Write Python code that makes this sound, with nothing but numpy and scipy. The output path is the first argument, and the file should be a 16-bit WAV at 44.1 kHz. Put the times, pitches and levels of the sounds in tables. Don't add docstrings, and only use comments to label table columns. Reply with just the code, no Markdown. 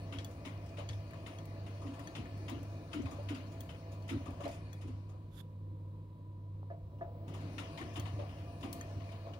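import sys
import numpy as np
from scipy import signal
from scipy.fft import rfft, irfft, next_fast_len
from scipy.io import wavfile
from scipy.ndimage import uniform_filter1d, minimum_filter1d

SR = 44100
rng = np.random.default_rng(int(sys.argv[2]) if len(sys.argv) > 2 else 0)


def to_wav(s):
    ch = np.atleast_2d(s).T
    pcm = np.round(np.clip(ch, -1, 1) * 32767)
    wavfile.write(sys.argv[1], SR, pcm.astype(np.int16))


def invert_db(x):
    u = np.asarray(x, float) / 20
    return 10 ** u


N = 414099

# start_s [s], peak_db [dB], bass_db [dB]
SLAPS = [(0.1239, -41.5, -12), (0.4493, -40.5, -10.5), (0.7696, -46.5, -7), (0.781, -50, -6),
         (1.262, -42.5, -9.5), (1.66, -48.5, -9), (1.8616, -50, -15), (2.151, -39.5, -11),
         (2.481, -39.5, -6.5), (2.9302, -39, -32), (3.287, -38.5, -11), (3.345, -47.5, -21),
         (3.69, -46.5, -13), (4.09, -39, -29), (4.433, -46, -19), (7.581, -37, -13), (7.7743, -40.5, -7),
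         (7.957, -40, -6), (8.054, -46.5, -5), (8.288, -51.5, -17), (8.3794, -56, -15), (8.628, -43.5, -4),
         (9.1134, -50, -7)]
# start_s [s], peak_db [dB], treble_db [dB], bass_db [dB]
SPLASHES = [(.301, -63, -6, -12), (7.93, -59.5, -5, -8), (8.603, -53.5, -13, -5), (1.132, -57, -18, 0.5),
            (1.8086, -64, -5, 10.5), (1.9325, -54.5, -15, -1.5), (1.988, -54.5, -15, -2.5),
            (2.2573, -76, -15, 13), (2.9118, -52.5, -21, -1), (4.075, -49, -15, -4), (3.053, -52, -23, 2),
            (3.1032, -55, -8, 2), (3.511, -61, -7, -11), (3.9114, -58, -9, -3), (4.253, -50.5, -16.5, 1.5),
            (4.401, -49.5, -15.5, 0.5), (4.478, -57.5, -8, -18), (4.508, -56.5, -12, -14),
            (4.535, -64, -9, -9), (4.8085, -51.5, -16.5, -13), (4.8693, -57, -15.5, -6),
            (5.0843, -64.5, -8.5, 5.5), (7.274, -52.5, -16, -4), (7.4, -55.5, -17, -22),
            (7.335, -48.5, -15, -5), (8.188, -50.5, -27, -1), (8.905, -70, -30, 5), (8.999, -55.5, -31, 1),
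            (9.2582, -57, -24, 6)]
SLAP_TREBLE_DB = -20.5
START_S = 6.7


def curves(table):
    s, *columns = np.transpose(table)
    return [np.interp(np.arange(N) / SR, s, c) for c in columns]


def ramp(start_s, length_s):
    return np.clip((np.arange(N) / SR - start_s) / length_s, 0, 1)


def between(ends, share):
    return ends[0] + (ends[1] - ends[0]) * share


def unit(x):
    return x / np.sqrt(np.mean(x ** 2))


def colour(x, points):
    hz, db = np.transpose(points)
    size = next_fast_len(N)
    bins_hz = np.fft.rfftfreq(size, 1 / SR) + 1
    gain = invert_db(np.interp(np.log(bins_hz), np.log(hz), db))
    return irfft(rfft(x, size) * gain, size)[..., :N]


def band(x, lo_hz, hi_hz, order=2):
    sos = signal.butter(order, [lo_hz, min(hi_hz, SR / 2.1)], "band", fs=SR, output="sos")
    return signal.sosfilt(sos, x)


def ring(x, hz, t60_s):
    pole = np.exp(2j * np.pi * hz / SR - np.log(1000) / (t60_s * SR))
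    return signal.lfilter([0, pole.imag], [1, -2 * pole.real, abs(pole) ** 2], x)


def walk(rate_hz):
    step = 32
    k = int(SR / rate_hz / step)
    held = np.repeat(rng.standard_normal(N // step // k + 2), k)
    slow = uniform_filter1d(uniform_filter1d(held, k), k)
    return 1.88 * np.interp(np.arange(N) / step, np.arange(len(slow)), slow)


def pair(alike):
    mid, side = rng.standard_normal((2, N))
    return np.sqrt((1 + alike) / 2) * mid + np.sqrt((1 - alike) / 2) * side * np.array([[1], [-1]])


def add(out, start_s, sound):
    i = int(start_s * SR)
    out[..., i:i + sound.shape[-1]] += sound[..., :N - i]


def sides(pan_db):
    return invert_db(np.array([[pan_db / 2], [-pan_db / 2]]))


def water(churn_db, slosh_db):
    # freq_hz [Hz], level_db [dB per Hz]
    splash_shape = [(410, -16), (700, 0.5), (898, 3), (1200, -3), (1580, -9.5), (1890, -5.5), (2080, -5),
                    (2990, -4), (4610, -17), (6830, -18.5), (7690, -38), (9350, -20.5), (13900, -50),
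                    (15200, -27), (16000, -47)]
    # freq_hz [Hz], level_db [dB per Hz]
    churn_shape = [(76, -36), (130, -15.5), (146, 6), (205, -8), (292, -0.5), (425, -12), (668, -11),
                   (767, -15), (1070, -12), (1500, -23), (2510, -23.5), (3500, -27.5), (5520, -27),
                   (7560, -35.5), (14500, -46.5)]
    # freq_hz [Hz], left_minus_right_db [dB]
    balance = [(60, 2), (110, -1), (200, 0.5), (380, 2.5), (700, 1.5), (1290, 17), (2380, 21), (4400, 20),
               (8120, 6), (15000, 3.5)]
    pan_at_slap_db, pan_per_treble_db = 9, -2
    onset_s_per_db, hardest_db = .0004, -36
    spray_rise_s, slap_patch_db, suds_patch_db = .005, .6, .8

    flop, body, spray = np.zeros((3, 2, N))
    t = np.arange(SR // 2) / SR
    for s, db, treble_db, bass_db in [(s, db, SLAP_TREBLE_DB, bass) for s, db, bass in SLAPS] + SPLASHES:
        pan_db = pan_at_slap_db + pan_per_treble_db * (treble_db - SLAP_TREBLE_DB)
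        fall = 1.25 * invert_db(-60 * t / 0.43) + 0.5 * np.exp(-(t / 0.038) ** 2) + 0.48 * np.exp(-t / 0.0075)
        fall = fall * np.clip(t / (onset_s_per_db * max(hardest_db - db, 1)), 0, 1)
        mist = fall ** 1.6 * (1 - np.exp(-t / spray_rise_s))
        add(flop, s, invert_db(db + bass_db - 1.5) * fall)
        add(body, s, invert_db(db - 5.5) * sides(0.34 * pan_db - 14.5) * fall)
        add(spray, s, invert_db(db + treble_db + 19.5) * sides(0.13 * pan_db - 7.5) * mist)

    grains = invert_db(1.7 * uniform_filter1d(rng.exponential(size=N), size=14))
    slap = unit(colour(pair(0.21) * grains, splash_shape))
    churn = unit(band(colour(pair(0.8) * np.sqrt(grains), churn_shape), 73, 20000))
    slosh = unit(colour(band(pair(1.0), 137, 603), churn_shape))
    out = invert_db(slosh_db + 1.17 * walk(9)) * slosh
    edges_hz = 620 * 2 ** np.arange(0, 5.1, .5)
    for lo, hi in zip(edges_hz, edges_hz[1:]):
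        envelope = flop if hi < 1500 else body if hi < 7100 else spray
        keep = np.exp(-lo ** 2 / (4000 * SR))
        burst = signal.lfilter([1 - keep], [1, -keep], envelope)
        out = out + band(slap, lo, hi) * burst * invert_db(slap_patch_db * walk(70))
        out = out + band(churn, lo, hi) * invert_db(churn_db + 11.5 + suds_patch_db * walk(17))
    return np.array([colour(ear, [(hz, sign * db / 2) for hz, db in balance])
                     for ear, sign in zip(out, (1, -1))])


def droplets():
    # freq_hz [Hz], level_db [dB], t60_s [s]
    clack_modes = [(3050, -2, 0.022), (2240, -10, 0.021), (2570, -9, 0.03), (3520, -7, 0.012)]
    clack_db, clack_s = -11.5, 0.0055
    drop_db, drop_spread_s, drop_hz, drop_cycles = -19, .055, 2600, 5

    blow, out = np.zeros((2, 2, N))
    t = np.arange(SR // 60) / SR
    for s, db, *_ in SLAPS + SPLASHES:
        hard = db > -47
        add(blow, s, invert_db(db) * rng.standard_normal((2, len(t))) * np.exp(-t / clack_s) * hard)
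        for late, size, pitch, pan in zip(*rng.exponential(size=(2, 9)), *rng.standard_normal((2, 9))):
            hz = drop_hz * np.exp(.35 * pitch)
            bubble = np.sin(2 * np.pi * hz * t * (1 + .004 * hz * t)) * np.exp(-t * hz / drop_cycles * 2)
            gain = invert_db(db + drop_db + 2.0 * size) * sides(6 + 4 * pan)
            add(out, s + 0.0071 + drop_spread_s * min(late, 2.2), gain * bubble)
    clack = sum(invert_db(db) * ring(blow, hz, t60) for hz, db, t60 in clack_modes)
    return out + invert_db(clack_db - 16.0) * sides(14.4) * clack


def thuds():
    # start_s [s], peak_db [dB], boom_db [dB]
    drops = [(0.141, -43, -40), (0.453, -41.5, -47), (0.872, -65, -31), (1.15, -65, -38),
             (1.845, -40.5, -44), (1.877, -40, -46), (1.999, -50, -35), (2.178, -41, -35),
             (2.514, -35.5, -40), (2.551, -42, -34.5), (2.95, -33, -40), (2.985, -34, -51),
             (3.034, -41, -28), (3.111, -44, -47), (3.308, -34, -40), (3.348, -41, -41),
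             (3.698, -53, -41.5), (4.109, -33.5, -47), (4.135, -31.5, -35), (4.148, -38, -34),
             (4.278, -39, -43), (4.437, -40, -53), (4.844, -41.5, -36.5), (4.88, -42.5, -57),
             (7.583, -47, -56), (7.805, -40, -34.5), (7.85, -45, -45), (7.976, -39, -28.5),
             (8.124, -61, -29.5), (8.171, -45.5, -49), (8.639, -38, -52), (8.678, -38.5, -36),
             (8.96, -48, -33)]
    # freq_hz [Hz], level_db [dB], t60_s [s]
    shell_modes = [(244, -8, 0.084), (259.8, 0, 0.54), (282.3, 9, 0.39), (310, -3, 0.15), (335, 0, 0.18)]
    push_s = 0.04866
    shell_damp = .55

    out = np.zeros((2, N))
    n = int(push_s * SR)
    for s, db, boom_db in drops:
        push = rng.standard_normal((3, SR // 3))
        push *= np.pad(np.hanning(n), (0, SR // 3 - n))
        detune = 1 + 0.033 * push[0].sum() / np.sqrt(n)
        drive = push[0] + 0.36 * push[1:]
        shell = sum(invert_db(g_db) * ring(drive, hz * detune, shell_damp * t60) for hz, g_db, t60 in shell_modes)
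        shell = band(shell + 8.0 * push[1:], 214, 447)
        tub = ring(push[1], 87.7, 0.5) + ring(push[1], 105.0, 0.088) + 1.13 * ring(push[1], 102.97, 0.76)
        tub = band(tub, 72, 149.5, order=3)
        thud = invert_db(db + 2.0) * shell / abs(shell).max() + invert_db(boom_db - 4.0) * tub / abs(tub).max()
        add(out, s - 0.306 * push_s, thud)
    return out


def ticks():
    # start_s [s], peak_db [dB], treble_db [dB],
    # ring_hz [Hz]
    contacts = [(0.1859, -38.5, -32, 3330), (0.2461, -49, -8.5, 3380), (0.8897, -38.5, -29, 3350),
                (0.9307, -46.5, -25, 3450), (.662, -60, -14, 5500), (.69, -61, -17, 5500),
                (1.0016, -56, -20, 2370), (1.108, -49, -19, 2300), (1.1342, -45, -28, 1760),
                (1.386, -50.5, -18.5, 3300), (1.455, -56, -10.5, 2700), (1.9933, -43.5, -20, 1860),
                (2.073, -42.5, -20.5, 1780), (2.2563, -45.5, -27, 1800), (2.376, -54, -17, 2470),
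                (2.497, -52, -9.5, 3380), (2.6302, -52.5, -13, 2620), (3.02, -57, -18, 6100),
                (3.057, -43, -31, 2520), (3.23, -64, -11, 2450), (3.346, -51, -22, 4700),
                (3.366, -61, -20, 4730), (3.4704, -61, -20, 4330), (3.606, -50, -6, 3380),
                (3.747, -50, -28, 2450), (4.0235, -59, -18, 4400), (4.306, -51, -18, 2450),
                (4.454, -46.5, -22, 4060), (4.4785, -51, -14, 4640), (4.512, -56, -19, 4560),
                (4.53, -52, -26, 2520), (4.73, -51.5, -11, 1840), (6.986, -65, -23, 2820),
                (7.8138, -36, -30, 1820), (7.997, -45, -11, 3330), (8.0598, -47, -29, 2670),
                (8.7284, -50.5, 2, 4200), (8.811, -42.5, -17.5, 1810), (9.0906, -48, -36, 2330),
                (9.1152, -56, -26, 3000), (9.336, -46, -36, 2920)]
    glass_hits_s = [.185, .246, .89, 1.386, 2.073, 2.498, 3.021, 3.606, 4.73, 7.997, 8.728, 8.81]
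    # freq_hz [Hz], level_db [dB], t60_s [s]
    glass = [(1780, -14, 0.3), (3290, -8, 0.078), (4400, -7.5, 0.043), (6190, -1, 0.027)]
    scatter_db, detune, hard_hz, pan_db = 1.5, .02, 15000, 7

    out = np.zeros((2, N))
    t = np.arange(SR // 9) / SR
    for s, db, treble_db, hz in contacts:
        noise = rng.standard_normal((2, len(t)))
        square = min(abs(s - np.array(glass_hits_s))) < .005
        glass_db = (0 if square else -15) + 0.42 * (min(treble_db, -12) + 22)
        note = np.sin(2 * np.pi * hz * t) * invert_db(-60 * t / 0.042)
        for (f, g_db, t60), luck in zip(glass, rng.standard_normal(len(glass))):
            fall = invert_db(g_db + glass_db + scatter_db * luck - 60 * t / t60)
            note = note + fall * np.sin(2 * np.pi * f * (1 + detune * luck) * t)
        note = note + band(noise, 0.32 * hz, 1.38 * hz) * invert_db(-60 * t / 0.16)
        crack = band(noise, 3000, np.clip(17496 + 260 * treble_db, 9000, 16500))
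        crack = crack * (invert_db(-60 * t / 0.027) + 0.16 * invert_db(-60 * t / 0.38))
        add(out, s, invert_db(db - 5.0) * sides(pan_db) * (note + invert_db(treble_db + 13.0) * crack))
        edge = band(noise, hard_hz - 900, hard_hz + 900) * invert_db(-60 * t / 0.047)
        add(out, s, invert_db(db + 2 * min(treble_db, -6) + 24) * edge)
    return out


def knocks():
    # start_s [s], upper_panels_db [dB], lower_panel_db [dB]
    blows = [(.785, -54, -39.5), (1.139, -60, -52), (3.187, -71, -41), (4.2, -63, -48), (4.29, -55, -58),
             (4.403, -53, -40), (4.456, -38.5, -33), (6.465, -73, -66), (6.703, -44, -43.5),
             (7.012, -37.5, -58), (8.191, -61, -36), (9.262, -50, -48)]
    # freq_hz [Hz], level_db [dB], t60_s [s]
    upper_modes = [(350, -11, .15), (545, -6, .1), (657, -2, .27), (689, 0, .27), (985, -19, .1),
                   (1206, -13, .06), (1717, -13, .13), (1906, -23, .1)]

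    sharp, dull = np.zeros((2, N))
    rattle = np.zeros((2, N))
    t = np.arange(SR // 8) / SR
    for s, db, dull_db in blows:
        add(sharp, s - .002, invert_db(db) * np.ones(1))
        add(dull, s - .002, invert_db(dull_db) * np.ones(1))
        swell = invert_db(-60 * t / 0.26) * (1 - np.exp(-t / 0.0032))
        add(rattle, s, invert_db(max(db, dull_db)) * rng.standard_normal((2, len(t))) * swell)
    upper = sum((-1) ** k * invert_db(db) * band(ring(sharp, hz, t60), 0.18 * hz, 1.6 * hz, order=1)
                for k, (hz, db, t60) in enumerate(upper_modes))
    lower = band(ring(dull, 577, 0.16) + 0.5 * ring(dull, 481.5, 0.15), 490, 590, order=1)
    return upper + lower + invert_db(7.5) * band(rattle, 350, 800) + invert_db(-30) * band(rattle, 950, 1700)


def motor(shake_db, inverter_db, rumble_db, churn_db):
    # freq_hz [Hz], level_db [dB], t60_s [s]
    panel_modes = [(491, 1.5, 0.064), (575, 1, 0.11), (663.4, 2.5, 0.14), (685.6, -10, 0.41),
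                   (836, -9.5, 0.17), (1217, -13, 0.17), (1580, -31, 0.13)]
    # freq_hz [Hz], width_hz [Hz], level_db [dB]
    drum_bands = [(1175, 24, 1.5), (1736, 31, 1.5), (2000, 13, -11.5), (2150, 20, -21), (2450, 54, 4.5),
                  (2840, 130, -1.5), (4370, 68, -2), (4780, 64, -3.5), (5420, 78, -14), (6570, 93, -5.5),
                  (9490, 570, -4)]
    whine_hz, flutter_db = 15732, 1.8
    lag_db, settle_start_s, settle_s = -7, 6.97, 0.84

    panels = unit(sum(invert_db(db) * ring(pair(1.0), hz, t60) for hz, db, t60 in panel_modes))
    bands = sum(invert_db(db + flutter_db * walk(20)) * unit(ring(pair(0.067), hz, 2.0 / width))
                for hz, width, db in drum_bands)
    hiss = unit(band(pair(0.27), 14700, 15800, order=4))
    tone = np.sin(2 * np.pi * whine_hz * np.arange(N) / SR + .3 * walk(34))
    inverter = hiss + invert_db(-2.5) * tone
    rumble = unit(band(pair(1.0), 63.8, 110.3, order=3))
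    load_db = minimum_filter1d(churn_db, size=SR // 5)
    load_db = load_db + lag_db * ramp(START_S, .1) * (1 - ramp(settle_start_s, settle_s))
    out = invert_db(shake_db + 4.5) * panels + invert_db(load_db - 10.0) * bands
    return out + invert_db(inverter_db + 1.5) * inverter + invert_db(rumble_db + 0.5) * rumble


def whine():
    # start_s [s], pitch_hz [Hz], peak_db [dB]
    sing = [
        (7.4, 652, -82),
        (7.7, 668, -61),
        (7.92, 692, -60),
        (8.15, 720, -64),
        (8.36, 738, -68),
        (8.5, 686, -57),
        (8.82, 692, -54),
        (9.08, 681, -57.5),
        (9.27, 664, -59),
        (9.39, 684, -54),
    ]
    hz, db = curves(sing)
    phase = 2 * np.pi * np.cumsum(hz + 1.16 * walk(4)) / SR
    return invert_db(db + 1.4 * walk(14)) * np.sin(phase + .3 * walk(25))


def pump():
    # freq_hz [Hz], level_db [dB]
    lines = [(139, -67), (156.1, -60), (186, -69), (312.2, -68.5), (339, -84.5), (511, -75.5),
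             (936.7, -80.5), (986.4, -71.5), (3898, -96)]
    hum_hz, hum_db, rotor_hz, rotor_db = 99.86, -44.5, 98.64, -53
    beat_peak_s, waver_db = 5.75, .9

    t = np.arange(N) / SR - beat_peak_s
    hum = invert_db(hum_db) * np.sin(2 * np.pi * hum_hz * t) + invert_db(rotor_db) * np.sin(2 * np.pi * rotor_hz * t)
    valve = invert_db(-92) * unit(ring(rng.standard_normal(N), 3880, 0.002))
    tones = sum(invert_db(db + 3.0 + waver_db * walk(9)) * np.sin(2 * np.pi * hz * t + 0.46 * walk(5))
                for hz, db in lines)
    return hum + valve + tones


def squirt():
    # freq_hz [Hz], width_hz [Hz], level_db [dB]
    seal = [(3380, 260, -9), (3520, 170, -5), (1390, 940, -6.5), (6800, 640, -14), (9400, 970, -13),
            (11300, 900, -10), (12500, 900, -14), (4830, 1000, -13)]
    peak_s, build_s, stop_s, leak_s, level_db = 5.411, 0.11, .003, .03, -58

    air = sum(invert_db(db + 1.3 * walk(130)) * unit(ring(pair(0.17), hz, 2.7 / width)) for hz, width, db in seal)
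    after = np.clip(np.arange(N) / SR - peak_s, 0, 1)
    stop = 0.75 * np.exp(-after / stop_s) + .15 * np.exp(-after / leak_s)
    return invert_db(level_db) * ramp(peak_s - build_s, build_s) ** 1.26 * stop * sides(-9.5) * air


def relay():
    click_s, width_s, level_db = 6.631, .00033, -43
    u = np.clip((np.arange(N) / SR - click_s) / width_s, -9, 9)
    return invert_db(level_db) * (1 - u ** 2) * np.exp(-u ** 2 / 2)


def room():
    # freq_hz [Hz], level_db [dB per Hz]
    floor_shape = [(12, -47), (20, -20), (48, -6.5), (74, -15.5), (104, -14), (216, -15), (319, -19.5),
                   (434, -27), (513, -21), (780, -44.5), (976, -25.5), (1400, -44.5), (3840, -49),
                   (5530, -58), (16000, -58)]
    level_db, drift_db = -58.5, .5
    low = band(pair(1.0), 36, 800, order=3)
    high = band(pair(0.16), 650, 22000, order=1)
    draught = invert_db(-74) * unit(band(pair(0.1), 36, 60))
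    return invert_db(level_db + drift_db * walk(7.3)) * unit(colour(low + high, floor_shape)) + draught


def scene():
    # start_s [s], level_db [dB]
    stir = [(0.0, -65), (.42, -67.5), (1.72, -66.5), (2.04, -64.5), (2.93, -67), (3.16, -63.5), (3.84, -69),
            (4.36, -66), (4.94, -71.5), (5.18, -80), (6.01, -95), (7.0, -84.5), (7.26, -75.5), (7.3, -64.5),
            (7.77, -62), (8.4, -66), (8.58, -68), (8.79, -63.5), (9.39, -68.5)]
    cut_s, cut_fade_s, coast_s = 4.38, 0.14, 1
    start_ramp_s, spin_up_s = 0.45, 0.36
    shake_db, inverter_db, rumble_db = (-89.5, -63), (-100, -82.5), (-60.5, -55)

    power = 1 - ramp(cut_s, cut_fade_s) + ramp(START_S, start_ramp_s)
    speed = 1 - ramp(cut_s, coast_s) + ramp(START_S, spin_up_s)
    churn_db, = curves(stir)
    slosh_db = -54.5 + .5 * (churn_db + 66)
    drive = motor(between(shake_db, speed) + 0.4 * walk(3.6), between(inverter_db, power),
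                  between(rumble_db, speed) + 1.2 * walk(12), churn_db)
    cabinet = whine() + relay() + pump() * sides(-0.61) + knocks() * sides(0.96) + thuds() * sides(0.51)
    return cabinet + drive + water(churn_db, slosh_db) + droplets() + ticks() + squirt() + room()


def low_pass(x):
    return signal.sosfilt(signal.butter(12, 16470, fs=SR, output="sos"), x)


def record(dry):
    left_lag_samples, top_hz = 10, 15830
    late = np.array([np.roll(dry[0], left_lag_samples), dry[1]])
    rounded = np.tanh(late * 11.) / 11.
    mix = colour(rounded, [(20, 0), (top_hz, 0), (top_hz + 40, -26), (22050, -40)])
    return low_pass(mix)


dry = scene()
out = record(dry)
to_wav(out)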